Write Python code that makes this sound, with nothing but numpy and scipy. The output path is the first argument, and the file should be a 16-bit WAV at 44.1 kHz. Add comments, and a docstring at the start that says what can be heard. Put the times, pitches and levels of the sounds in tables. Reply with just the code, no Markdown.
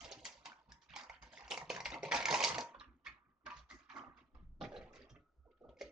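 """Thin plastic crackles and snaps: a sachet is pinched, crinkled and torn open over a paper cup at a table,
dropped aside, and another is picked off a lid. Creases are short damped rings over a dense crackle of grains.
The cup adds resonances, a small room answers with noise tails, the table rumbles in filtered noise,
and a mains hum and a late thin whine lie below. A close stereo microphone feeds a noise suppressor
that ducks the quiet moments."""
import sys
import numpy as np
from scipy import signal
from scipy.fft import rfft, irfft, next_fast_len
from scipy.io import wavfile
from scipy.ndimage import uniform_filter1d, map_coordinates

SR = 44100
rng = np.random.default_rng(int(sys.argv[2]) if len(sys.argv) > 2 else 0)


def unload_audio(sound):
    """Save the sound as a 16-bit wav file, at the path given as the first command line argument."""
    columns = np.transpose(np.atleast_2d(sound))
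    # keep every value between -1 and 1, then stretch to whole-number steps
    steps = np.round(np.clip(columns, -1, 1) * 32767)
    wavfile.write(sys.argv[1], SR, steps.astype(np.int16))


def to_linear_factor(level_db):
    """Convert decibel levels (scalar or array-like) to linear amplitude factors."""
    exponent = np.asarray(level_db, float) / 20
    return 10 ** exponent


N = 260659

# Single creases and contacts. Each row: start in seconds, level in dB, ring pitch in Hz,
# thud trim in dB re level, sizzle trim in dB re level.
SNAPS = [(0.013, -53, 5640, -18, 6), (0.045, -45.5, 5230, -18, 2), (0.051, -48, 4300, -10, -0.5),
         (0.1135, -41, 6240, -5, -5.5), (0.1205, -54, 4370, -7, -4), (0.253, -34.5, 2020, -13.5, 1.5),
         (0.4555, -38.5, 2267, -8, 0), (0.5184, -44.5, 1496, -38, -31), (0.7193, -48.5, 1660, -22, 2.5),
         (0.9362, -46, 3300, -1, -15.5), (0.962, -39.5, 2220, 0.5, 0), (0.9868, -40, 5070, -19.5, -16.5),
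         (1.011, -45, 4498, -24, -3.5), (1.034, -51, 2230, 2, 3), (1.097, -37.5, 2130, -6, -16.5),
         (1.225, -50.5, 1820, -6.5, -21), (1.3326, -48, 1600, -8.5, -19.5),
         (1.3743, -43.5, 2055, -19.5, -20), (1.4065, -42.5, 2150, -27, -9.5),
         (1.479, -45, 2540, -3.5, -4.5), (1.5089, -33, 2940, -9.5, -2.5), (1.519, -25.5, 2850, -19, -9.5),
         (1.5439, -35.5, 2740, -19, -30), (1.5752, -33, 2200, -2.5, -4.5), (1.6141, -41.5, 1848, 1, -30),
         (1.695, -41.5, 4400, -21, -3.5), (1.7016, -26, 2600, -7.5, -7.5), (1.7464, -42, 1800, -13.5, -3.5),
         (1.7629, -35, 1700, -8, -5), (1.776, -38, 1784, 1.5, -17), (1.8033, -34.5, 2330, -3, -0.5),
         (1.856, -25, 2200, -11.5, -20.5), (1.9034, -35.5, 2210, -9.5, -6),
         (1.9415, -35.5, 2140, -6.5, -10), (2.0314, -37, 2130, 0, -23), (2.051, -34.5, 2130, -7, -20.5),
         (2.083, -44, 2220, -13, -28.5), (2.1128, -33, 1870, -6, -14), (2.1207, -20.5, 1948, -14.5, -15),
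         (2.145, -28.5, 2370, 0.5, -8), (2.1604, -27, 2400, -8.5, -6.5), (2.1662, -29.5, 3460, -13.5, -6.5),
         (2.2039, -31.5, 2181, -5.5, -16), (2.2258, -30.5, 2230, -13, -2.5),
         (2.2551, -19.5, 2295, -18.5, -4), (2.284, -25, 2130, -5, -5.5), (2.303, -35, 2320, -7, -3),
         (2.3092, -27, 4100, -17, -2.5), (2.3263, -24.5, 2116, -5, -4.5), (2.338, -35.5, 1520, 5.5, -17.5),
         (2.3428, -21.5, 2537, -8, -6), (2.3555, -27, 2180, -11, -4.5), (2.389, -35.5, 5699, -8, -6.5),
         (2.4045, -24.5, 2380, -8.5, -2.5), (2.4136, -33.5, 2170, -4.5, -2),
         (2.426, -22, 2770, -9.5, -10.5), (2.438, -20, 2217, -8.5, -1.5), (2.446, -26.5, 2290, -10, 0),
         (2.4723, -27, 2720, -8.5, -4.5), (2.4888, -30, 4810, -10, -3), (2.5022, -30.5, 2110, -4, -19),
         (2.5449, -34.5, 2884, -5, -14), (2.5817, -29.5, 1900, -23, -0.5), (2.607, -32, 4790, -21.5, -2),
         (2.745, -48.5, 1445, 3, -29), (2.7985, -44, 4116, -21, -49), (2.8092, -48, 1675, 3, -20),
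         (3.0627, -34, 1837, -24.5, -33), (3.067, -33, 2198, -29.5, -25.5), (3.462, -40, 1594, -5, -31),
         (3.5026, -46, 2440, 1.5, -13), (3.7, -50, 1888, -8, -11), (3.71, -41, 1998, -22, -42),
         (3.899, -52.5, 1734, -9.5, -20), (4.6115, -45.5, 1430, 11, -20.5), (4.618, -49, 3450, -18, -21),
         (4.7195, -51, 1611, 10.5, -27.5), (4.741, -47.5, 1535, 6.5, -17), (4.7605, -56, 1570, 13, -22),
         (4.762, -46.5, 4075, -9, -17), (4.81, -56.5, 2320, 2, -30), (4.9569, -57.5, 2294, 4.5, -5),
         (5.0966, -57.5, 3220, -26, -25), (5.0937, -57.5, 5870, -16.5, -8.5), (5.1567, -63, 2033, 7, -29),
         (5.691, -65, 3760, 18, -23), (5.769, -60, 2200, -24, -10), (5.8108, -37.5, 2198, 2.5, -6.5)]
# Spectrum of the sizzle. Each row: frequency in Hz, relative density in dB per Hz.
SIZZLE = [(2500, -29.5), (3700, -6), (4700, 0), (6300, -2), (9000, -12)]
# Where the hands are. 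Each row: time in seconds, left over right in dB.
HANDS = [(0, 1), (1.4, -2), (2.3, -2), (3.1, -3.5), (3.5, 0), (4.3, 2), (4.7, -3), (5.91, -0.5)]
CRACK_DB = -13  # re snap level, over the cup


def snaps():
    """Each crease rings briefly at its own pitch, with a crack, a thud and a sizzle; softer, longer off the cup."""
    out, sizzle = np.zeros((2, 2, N + SR // 10))
    t = np.arange(SR // 14) / SR
    (fold_hz,), (pan_db,), away = curves(FOLD_PITCH), curves(HANDS), 1 - over_cup()
    for start_s, db, hz, thud_db, sizzle_db in SNAPS:
        start = round(start_s * SR)
        span = slice(start, start + len(t))
        noise, *side_noise = rng.standard_normal((3, len(t)))
        ring_detune, thud_detune = rng.normal(1, [[[.08]], [[.17]]], size=(2, 5, 1))
        chime_hz, chime_turn = rng.uniform(3300, 7300, (4, 1)), rng.random((4, 1))
        chimes = 0.23 * np.sin(2 * np.pi * (chime_hz * t + chime_turn)).sum(axis=0)
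        pan = pan_db[start] + 1.4 * rng.standard_normal()
        sides = to_linear_factor(db + np.array([[.5], [-.5]]) * pan)
        blur = 1 + 7.2 * away[start]

        def fade(rise_s, t60_s):
            return (1 - np.exp(-t / (rise_s * blur ** 1.2))) * to_linear_factor(-60 * t / (t60_s * blur))

        ring = np.sin(2 * np.pi * hz * t) + 0.59 * np.sin(2 * np.pi * hz * ring_detune * t).sum(axis=0)
        thud = np.sin(2 * np.pi * fold_hz[start] * thud_detune * t).sum(axis=0)
        crack = noise[::-1] - np.roll(noise[::-1], shift=5)
        hiss = 0.81 * noise + 0.23 * np.array(side_noise) + chimes
        out[:, span] += sides * to_linear_factor(-10.0) * ring * fade(0.00022, 0.011)
        out[:, span] += sides * to_linear_factor(thud_db - 10.5) * thud * fade(0.0003, 0.021)
        out[:, span] += sides * to_linear_factor(CRACK_DB) / blur ** 0.5 * crack * fade(.0001, 0.0018)
        sizzle[:, span] += sides * to_linear_factor(sizzle_db - 3.5) * hiss * fade(0.00062, 0.011)
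    return out[:, :N] + filtered(sizzle[:, :N], causal(SIZZLE))


# Pitch of the larger folds. Each row: time in seconds, pitch in Hz.
FOLD_PITCH = [(0, 793.5), (.11, 540.3), (.25, 776), (.5, 864), (.97, 985), (1.5, 813), (1.64, 850),
              (1.71, 509.7), (1.79, 932), (1.95, 859.5), (2.04, 526), (2.12, 732), (2.26, 886), (2.56, 767),
              (2.83, 1167), (3.47, 1134), (3.53, 900), (3.7, 1189), (4.0, 999), (4.4, 1047), (4.55, 660),
              (4.75, 541.4), (5.45, 465.4), (5.91, 516.5)]
DULLER_ASIDE, DEEPER_ASIDE = .15, .2  # shares by which sizzle and crackle sink in pitch away from the cup


def crackle():
    """The worked film crackles; big folds flex low down, fine creases sizzle."""
    gain, sizzle_gain, fold_gain = grips()
    fold_hz, = curves(FOLD_PITCH)
    away = 1 - over_cup()
    crease_hz = 2500 * (1 - DEEPER_ASIDE * away)
    fine_hz = 5200 * (1 - DULLER_ASIDE * away)
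    folds = grains(420, fold_hz, scatter=0.3, cycles=2.92, spread_db=3.5, clump=.5, width_db=1.5)
    creases = grains(1000, crease_hz, scatter=.34, cycles=3.6, spread_db=3.5, clump=.45, width_db=3.5)
    fine = grains(1600, fine_hz, scatter=.25, cycles=5.5, spread_db=4.0, clump=0.5, width_db=2.0)
    flurry = stirred()
    treble = gain * creases + sizzle_gain * fine
    return to_linear_factor(-5.0) * (fold_gain * folds * np.sqrt(flurry) + treble * flurry)


# The seal rips and grains pack closer. Each row: time in seconds, extra grains per grain.
TEAR = [(2.05, 0), (2.15, .6), (2.6, .6), (2.7, 0)]
DENSER_ASIDE = 1.6  # extra grains per grain: away from the cup the film rubs rather than cracks
GRAIN_LAG_PER_SIDE_S = 2e-5  # scatter; grains lie apart on the film
COLOUR_SHIFTS = .14  # pitch wander in log units as the film changes shape


def grains(rate, pitch_hz, scatter, cycles, spread_db, clump, width_db):
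    """Small buckles at clumped random moments, each a few damped cycles at its own pitch; rms 1."""
    dense = 1 + DENSER_ASIDE * (1 - over_cup()) + np.abs(curves(TEAR)[0])
    starts = np.flatnonzero(rng.random(N) < dense * rate / SR * np.exp(clump * wobble(45)))
    pitch_hz = pitch_hz * np.exp(COLOUR_SHIFTS * wobble(14))
    chance = rng.standard_normal((len(starts), 4))
    hz = np.clip(pitch_hz[starts] * np.exp(scatter * chance[:, 0]), 150, 9000)[:, None]
    length = int(16 * SR / np.mean(pitch_hz))
    turns = hz * np.arange(length) / SR
    rows = np.sin(2 * np.pi * turns) * turns * np.exp(-turns / cycles)
    rows = rows * to_linear_factor(spread_db * chance[:, 1:2]) * np.sqrt(hz / dense[starts, None])
    lag = np.round(GRAIN_LAG_PER_SIDE_S * SR * chance[:, 3]).astype(int)

    def side(sign):
        at = np.maximum(starts + sign * lag, 0)[:, None] + np.arange(length)
        panned = rows * to_linear_factor(sign * width_db * chance[:, 2:3])
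        return np.bincount(at.ravel(), panned.ravel(), N + SR)[:N]

    return unit(np.array([side(1), side(-1)]))


def stirred():
    """Every snap sets off a flurry of crackle that starts at once and settles."""
    kicks = np.zeros(N)
    kicks[np.round(np.transpose(SNAPS)[0] * SR).astype(int)] = 1
    decay = np.exp(-np.arange(SR // 8) / SR / 0.013)
    flurry = signal.fftconvolve(kicks, decay)[:N]
    return 0.75 + 0.85 * np.minimum(flurry, 1.3)


# Each pinch, pull or touch starts a burst of crackle that dies away. Each row: start in seconds,
# crackle in dB, sizzle in dB, folds in dB (all before trims), crackle t60 in seconds.
GRIPS = [(0.004, -55, -54.5, -56.5, 1.7), (0.116, -55, -47.5, -52, 0.14), (0.248, -49.5, -42.5, -58, 0.4),
         (0.45, -54.5, -54.5, -50.5, 0.34), (0.694, -63, -66, -64.5, 0.33), (0.816, -64, -66, -70, 0.32),
         (0.891, -53.5, -66.5, -70, 0.51), (0.956, -49, -47.5, -49, 0.32), (1.031, -52.5, -65, -56, 0.19),
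         (1.094, -53.5, -63.5, -63.5, 0.48), (1.22, -56, -59.5, -59, 0.47), (1.318, -57, -61.5, -60.5, 3.5),
         (1.505, -43.5, -41.5, -42.5, .3), (1.571, -53, -48, -46.5, 0.21), (1.698, -44, -46, -46.5, 0.38),
         (1.761, -51, -57, -56, 0.17), (1.852, -40.5, -39, -46.5, 0.2), (1.918, -40, -51, -36.5, 0.17),
         (2.029, -43.5, -48, -42, 0.29), (2.115, -39, -37.5, -37, 0.76), (2.142, -40.5, -43.5, -46, 0.34),
         (2.203, -47.5, -42.5, -45.5, 0.26), (2.255, -41.5, -47, -44.5, 0.68),
         (2.304, -40, -38.5, -39, 0.86), (2.342, -43, -35, -46, 0.14), (2.403, -40.5, -39, -41, 0.21),
         (2.432, -41.5, -33, -44.5, 0.34), (2.47, -42.5, -40.5, -44, .3), (2.503, -40, -51, -43, 0.17),
         (2.545, -41.5, -50, -43.5, .25), (2.579, -38.5, -48, -37.5, 0.11), (2.605, -49, -50, -86.5, 0.083),
         (2.745, -59.5, -78.5, -54, 0.08), (2.801, -61, -77, -61, 0.32), (3.05, -52, -61.5, -56, 0.35),
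         (3.19, -86.5, -100, -68, 0.47), (3.289, -81, -100, -69, 0.2), (3.411, -87.5, -105, -72.5, 0.11),
         (3.459, -50, -60, -62, 0.45), (3.501, -54, -54, -60, 0.34), (3.566, -65, -54, -66, 0.31),
         (3.692, -65, -62, -65.5, 0.98), (3.789, -58.5, -63.5, -80, 0.14), (3.893, -56, -65, -53.5, 0.68),
         (3.963, -53, -59, -46, 0.39), (4.17, -60.5, -70, -69, 0.34), (4.346, -68, -79, -66.5, 0.42),
         (4.609, -60, -55, -45, 0.42), (4.639, -49, -54, -44, 0.15), (4.719, -64, -73, -49.5, 0.58),
         (4.759, -62.5, -79, -56, 0.62), (4.81, -62.5, -75, -59.5, 0.73), (4.99, -59, -75, -61.5, 0.42),
         (4.93, -57.5, -60.5, -55.5, 0.41), (5.097, -71, -73, -68.5, 0.32), (5.148, -62, -97.5, -82, 0.22),
         (5.455, -85, -105, -58.5, 0.28), (5.611, -85, -100, -56.5, 0.53),
         (5.643, -88.5, -100, -49.5, 0.13), (5.511, -67.5, -95, -66, 0.071), (5.57, -76.5, -87, -87, 0.16),
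         (5.69, -71.5, -75.5, -67.5, 0.24), (5.788, -64, -66.5, -86, 0.64), (5.807, -56, -64, -55.5, 0.48)]
GRIP_RISE_S = 0.004
SIZZLE_LASTS, FOLDS_LAST = 0.68, 1.164  # t60 over that of the crackle


def grips():
    """Gains of crackle, sizzle and folds: one swell and decay per grip."""
    s, db, sizzle_db, fold_db, t60_s = np.transpose(GRIPS)
    layers = ((db, 1), (sizzle_db, SIZZLE_LASTS), (fold_db, FOLDS_LAST))
    return [bursts(s, level_db, GRIP_RISE_S, t60_s * lasts) for level_db, lasts in layers]


def bursts(times_s, levels_db, rise_s, t60s):
    """Gain of overlapping bursts: each swells in around its moment, then decays; powers add."""
    knots_s = np.arange(0, N + 64, 64) / SR
    since_s = knots_s - np.asarray(times_s)[:, None]
    swell = .5 + .5 * np.tanh(since_s / rise_s)
    decay_db = 60 * np.maximum(since_s, 0) / np.clip(t60s, .05, 5)[..., None]
    shape = swell * to_linear_factor(np.asarray(levels_db)[:, None] - decay_db)
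    return np.interp(np.arange(N) / SR, knots_s, np.sqrt(np.sum(shape ** 2, axis=0)))


# Hands over the cup. Each row: time in seconds, closeness to the cup from 0 to 1.
OVER_CUP = [(0, 0.87), (.9, 0.77), (1.2, 0.91), (2.7, 0.86), (3, 0.32), (3.4, 0.06), (5.3, 0), (5.6, 0.64),
            (5.91, 0.53)]


def over_cup():
    """Closeness of the hands to the cup, 0-1 per sample."""
    return np.clip(curves(OVER_CUP)[0], 0, 1)


# Air in and over the cup. Each row: resonance in Hz, width in Hz, level in dB before a common lift.
CUP = [(512, 47, -4), (938, 45, 8.5), (2130, 80, -11.5), (2575, 48, -11.5), (4540, 260, -12)]
# Hollow space beside the table. Each row: resonance in Hz, width in Hz, level in dB.
ASIDE = [(1196, 140, 5)]


def cup(x):
    """The open cup adds its resonances while the hands are over it; aside, another hollow rings instead."""
    def modes(rows):
        def response(f):
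            total = 0
            for k, (hz, width, db) in enumerate(rows):
                band = 1j * f * width / (hz * hz - f * f + 1j * f * width)
                total = total + (-1) ** k * to_linear_factor(db) * band  # neighbours alternate in sign
            return total
        return response

    near = over_cup()
    aside = filtered(x * (1 - near), modes(ASIDE))
    return x + to_linear_factor(4.5) * filtered(x * near, modes(CUP)) + aside


# Decay of the room. Each row: frequency in Hz, t60 in seconds.
ROOM = [(200, 0.67), (600, 0.3), (1500, 0.3), (4000, 0.13), (9000, 0.31)]


def room(x):
    """Walls answer with noise tails that decay by frequency; the hands move, so the tail changes every .3 s."""
    out, step, delay = np.zeros((2, N + 2 * SR)), int(.3 * SR), 130  # samples
    for start in range(0, N, step):
        hz, t, z = signal.stft(rng.standard_normal((2, SR // 2)), SR, nperseg=128)
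        decay = to_linear_factor(-60 * t / along(ROOM, hz)[:, None])
        tail = signal.istft(z * decay, SR, nperseg=128)[1]
        tail = tail / np.linalg.norm(tail[0])
        wet = signal.fftconvolve(x[None, start:start + step], tail, axes=1)
        out[:, start + delay:start + delay + wet.shape[1]] += wet
    return out[:, :N]


# Arms and chair bump the table. Each row: start in seconds, shake in dB, boom in dB, drone in dB.
BUMPS = [(0, -58, -64, -72), (.16, -66, -63.5, -69.5), (.36, -72, -74, -84), (0.677, -65.5, -68, -79),
         (0.883, -63, -68.5, -87), (1.09, -64.5, -80, -94), (1.21, -60, -71.5, -68),
         (1.42, -67.5, -73.5, -88), (1.6, -63, -65.5, -85), (1.66, -80, -65, -83), (1.72, -73, -54.5, -83),
         (1.785, -70, -65, -70), (1.85, -56.5, -63.5, -63), (1.915, -74, -57.5, -55),
         (1.979, -70, -59.5, -73), (2.141, -56, -56, -62), (2.3, -65, -51.5, -52), (2.5, -65.5, -52.5, -58),
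         (2.759, -62.5, -71.5, -67.5), (2.86, -64, -75.5, -65.5), (3.06, -64.5, -74, -65),
         (3.25, -77, -79.5, -72.5), (3.44, -70.5, -72, -65), (3.55, -60, -73.5, -95),
         (3.711, -64, -73.5, -64.5), (3.939, -74, -74, -52.5), (4.059, -60, -71.5, -64),
         (4.2, -73, -78, -68), (4.329, -56, -73, -67.5), (4.401, -53, -62.5, -85.5),
         (4.488, -64.5, -68.5, -75), (4.601, -57, -50, -51), (4.76, -52.5, -54.5, -76),
         (4.961, -64.5, -70.5, -72), (5.1, -58.5, -67, -66.5), (5.37, -60.5, -80, -90),
         (5.65, -61, -66, -74), (5.82, -65, -86, -81)]
# Spectra of shake, boom and drone. Each row: frequency in Hz, relative density in dB per Hz.
SHAKE = [(15, -18), (40, -13), (58, 2), (85, -12.5), (150, -44.5)]
BOOM = [(70, -38.5), (110, -2), (160, 0), (210, -8.5), (350, -36.5)]
DRONE = [(150, -32.5), (240, 1), (295, -3), (370, -7.5), (550, -35)]
# Leaning on the table sways the microphone. 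Each row: time in seconds, level in dB.
SWAY = [(4.3, -90), (4.36, -56), (4.5, -53.5), (4.65, -59.5), (4.9, -65), (5.2, -80.5)]
SWAY_HZ = 17  # centre of a wandering pitch
BUMP_RISE_S, BUMP_T60_S = 0.013, 0.4
TABLE_HEARS_DB = -17.5  # drone that the folding film stirs, re fold gain; boom 6 dB less
TABLE_HZ, TABLE_RINGS = 57.8, 0.18  # centre of the lowest mode, and its share of the shake


def table():
    """Arms and chair shake the table under the microphone, in lumps; its top booms and drones."""
    s, *levels_db = np.transpose(BUMPS)
    shake, boom, drone = (bursts(s + BUMP_RISE_S, db, BUMP_RISE_S, np.array(BUMP_T60_S)) for db in levels_db)
    stir = to_linear_factor(TABLE_HEARS_DB) * uniform_filter1d(grips()[2], size=1500)
    mode = unit(np.sin(2 * np.pi * np.cumsum(TABLE_HZ + 5 * wobble(2.6)) / SR))
    shaking = TABLE_RINGS * mode + np.sqrt(1 - TABLE_RINGS ** 2) * pair(SHAKE, .72)
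    shake = shake * to_linear_factor([[-.9], [.9]]) * shaking
    boom = np.hypot(boom, to_linear_factor(-6) * stir) * to_linear_factor(2.5 * wobble(14)) * pair(BOOM, .84)
    drone = np.hypot(drone, stir) * to_linear_factor(2.8 * wobble(24)) * pair(DRONE, .8)
    sway_gain = to_linear_factor(curves(SWAY)[0] + 2.7 * wobble(12))
    sway = sway_gain * np.sin(2 * np.pi * np.cumsum(SWAY_HZ + 4 * wobble(4.2)) / SR)
    return sway + shake + boom + drone


# Spectrum of the room tone. Each row: frequency in Hz, relative density in dB per Hz.
AIR = [(80, -14), (300, -1.5), (700, -8), (1300, -14.5), (2500, -28), (7000, -32.5)]
# A faint thin whine. Each row: time in seconds, level in dB.
WHINE = [(0, -100), (5.05, -100), (5.15, -80.5), (5.35, -92.5), (5.47, -84.5), (5.91, -79.5)]
# Narrow hiss around the whine. Each row: frequency in Hz, relative density in dB per Hz.
FUZZ = [(1050, -32), (1250, -3), (1450, -1), (1600, -34)]


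def background():
    """Noise room tone with a wavering mains hum and a thin whine, fuzzy with narrow hiss."""
    t = np.arange(N) / SR
    hum = to_linear_factor(-84 + 5 * wobble(6)) * np.sin(2 * np.pi * 59.5 * t)
    tone = np.sin(2 * np.pi * 1285 * t + .5 * wobble(40))
    whine = to_linear_factor(curves(WHINE)[0] + 2.5 * wobble(20)) * (tone + .8 * pair(FUZZ, .6))
    drift_db = -84 + 2.5 * wobble(5)
    return hum + whine + to_linear_factor(drift_db) * pair(AIR, 0.48)


def pair(colour, alike):
    """Stereo noise of rms 1, partly shared by both ports."""
    mid, side = filtered(rng.standard_normal((2, N)), causal(colour))
    side = (1 - alike) * side
    return unit(np.array([mid + side, mid - side]))


def unit(x):
    """Scaled to rms 1."""
    return x / np.sqrt(np.mean(x ** 2) + 1e-20)


def curves(rows):
    """One value per sample for each column after the time."""
    s, *cols = np.transpose(rows)
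    return [np.interp(np.arange(N) / SR, s, c) for c in cols]


def along(points, hz):
    """(Hz, value) points on a log axis."""
    f, v = np.transpose(points)
    return np.interp(np.log(hz + 1), np.log(f + 1), v)


def wobble(rate):
    """A smooth random curve, rate knots a second."""
    return map_coordinates(rng.standard_normal(int(N * rate / SR) + 4), [np.arange(N) * rate / SR])


def filtered(x, response):
    """x times a complex response of frequency."""
    m = 2 * next_fast_len(N // 2 + SR // 4)
    return irfft(rfft(x, m) * response(np.fft.rfftfreq(m, 1 / SR)), m)[..., :N]


def causal(spectrum):
    """The colour as a response that never sounds before its cause (minimum phase), with unit power."""
    def response(hz):
        outside = (hz < spectrum[0][0] / 2) | (hz > 2 * spectrum[-1][0])
        db = along(spectrum, hz) - 40 * outside
        cepstrum = irfft(np.log(to_linear_factor(db)))
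        cepstrum[1:len(hz) - 1] *= 2
        cepstrum[len(hz):] = 0
        gain = np.exp(rfft(cepstrum))
        return gain / np.sqrt(np.mean(np.abs(gain) ** 2))
    return response


# Where the film is. Each row: time in seconds, left over right in dB.
CRACKLE_PAN = [(0, -2.5), (1, -5.1), (1.7, 0), (3.2, -4.5), (4.3, -6.5), (4.7, -3.5), (5.91, -2.5)]
# Phase between the ports. Each row: frequency in Hz, lead of the left port in radians.
LEAD = [(100, 1), (900, -0.88), (1460, -1.8), (2500, -0.43), (4400, -0.5), (6000, -0.88)]


def scene():
    """The sachet reaches the two ports slightly apart in phase; room, table and background add."""
    film = crackle() * to_linear_factor(curves(CRACKLE_PAN)[0] * [[.5], [-.5]])
    near = cup(snaps() + film)
    ports = filtered(near, lambda hz: np.exp(.5j * along(LEAD, hz) * np.array([[1], [-1]])))
    wet = room(near.mean(axis=0))
    # close ports agree in the bass
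    bass_shared = filtered(wet[0] - wet[1], lambda hz: .5 / (1 + (hz / 1150) ** 4))
    wet = wet - bass_shared * [[1], [-1]]
    return ports + to_linear_factor(-3.5) * wet + table() + background()


def low_pass(x):
    """Removes everything above the highest recorded frequency."""
    return signal.sosfilt(signal.butter(12, 10110, fs=SR, output="sos"), x)


# Treble limit: highs fall steeply above about 7 kHz. Each row: frequency in Hz, gain in dB.
TREBLE_LIMIT = [(20, 1.5), (6700, 0.5), (7600, -6.5), (8600, -14), (9400, -14.5), (10100, -40)]


def record(dry):
    """The treble is limited; a suppressor turns down bands that sink towards the noise it expects, by 3.5 dB at most."""
    limited = filtered(dry, lambda f: to_linear_factor(along(TREBLE_LIMIT, f)))
    hz, _, z = signal.stft(limited, SR, nperseg=1024)
    power = uniform_filter1d(np.mean(np.abs(z) ** 2, axis=0), size=3, axis=0)
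    noise_db = -98 - 3 * np.log2(hz / 1000 + 0.1)
    gain = np.clip(1 - to_linear_factor(2 * noise_db)[:, None] / (power + 1e-20), to_linear_factor(-3.5), 1)
    quiet = signal.istft(z * gain, SR, nperseg=1024)[1][:, :N]
    return low_pass(quiet)


dry = scene()
out = record(dry)
unload_audio(out)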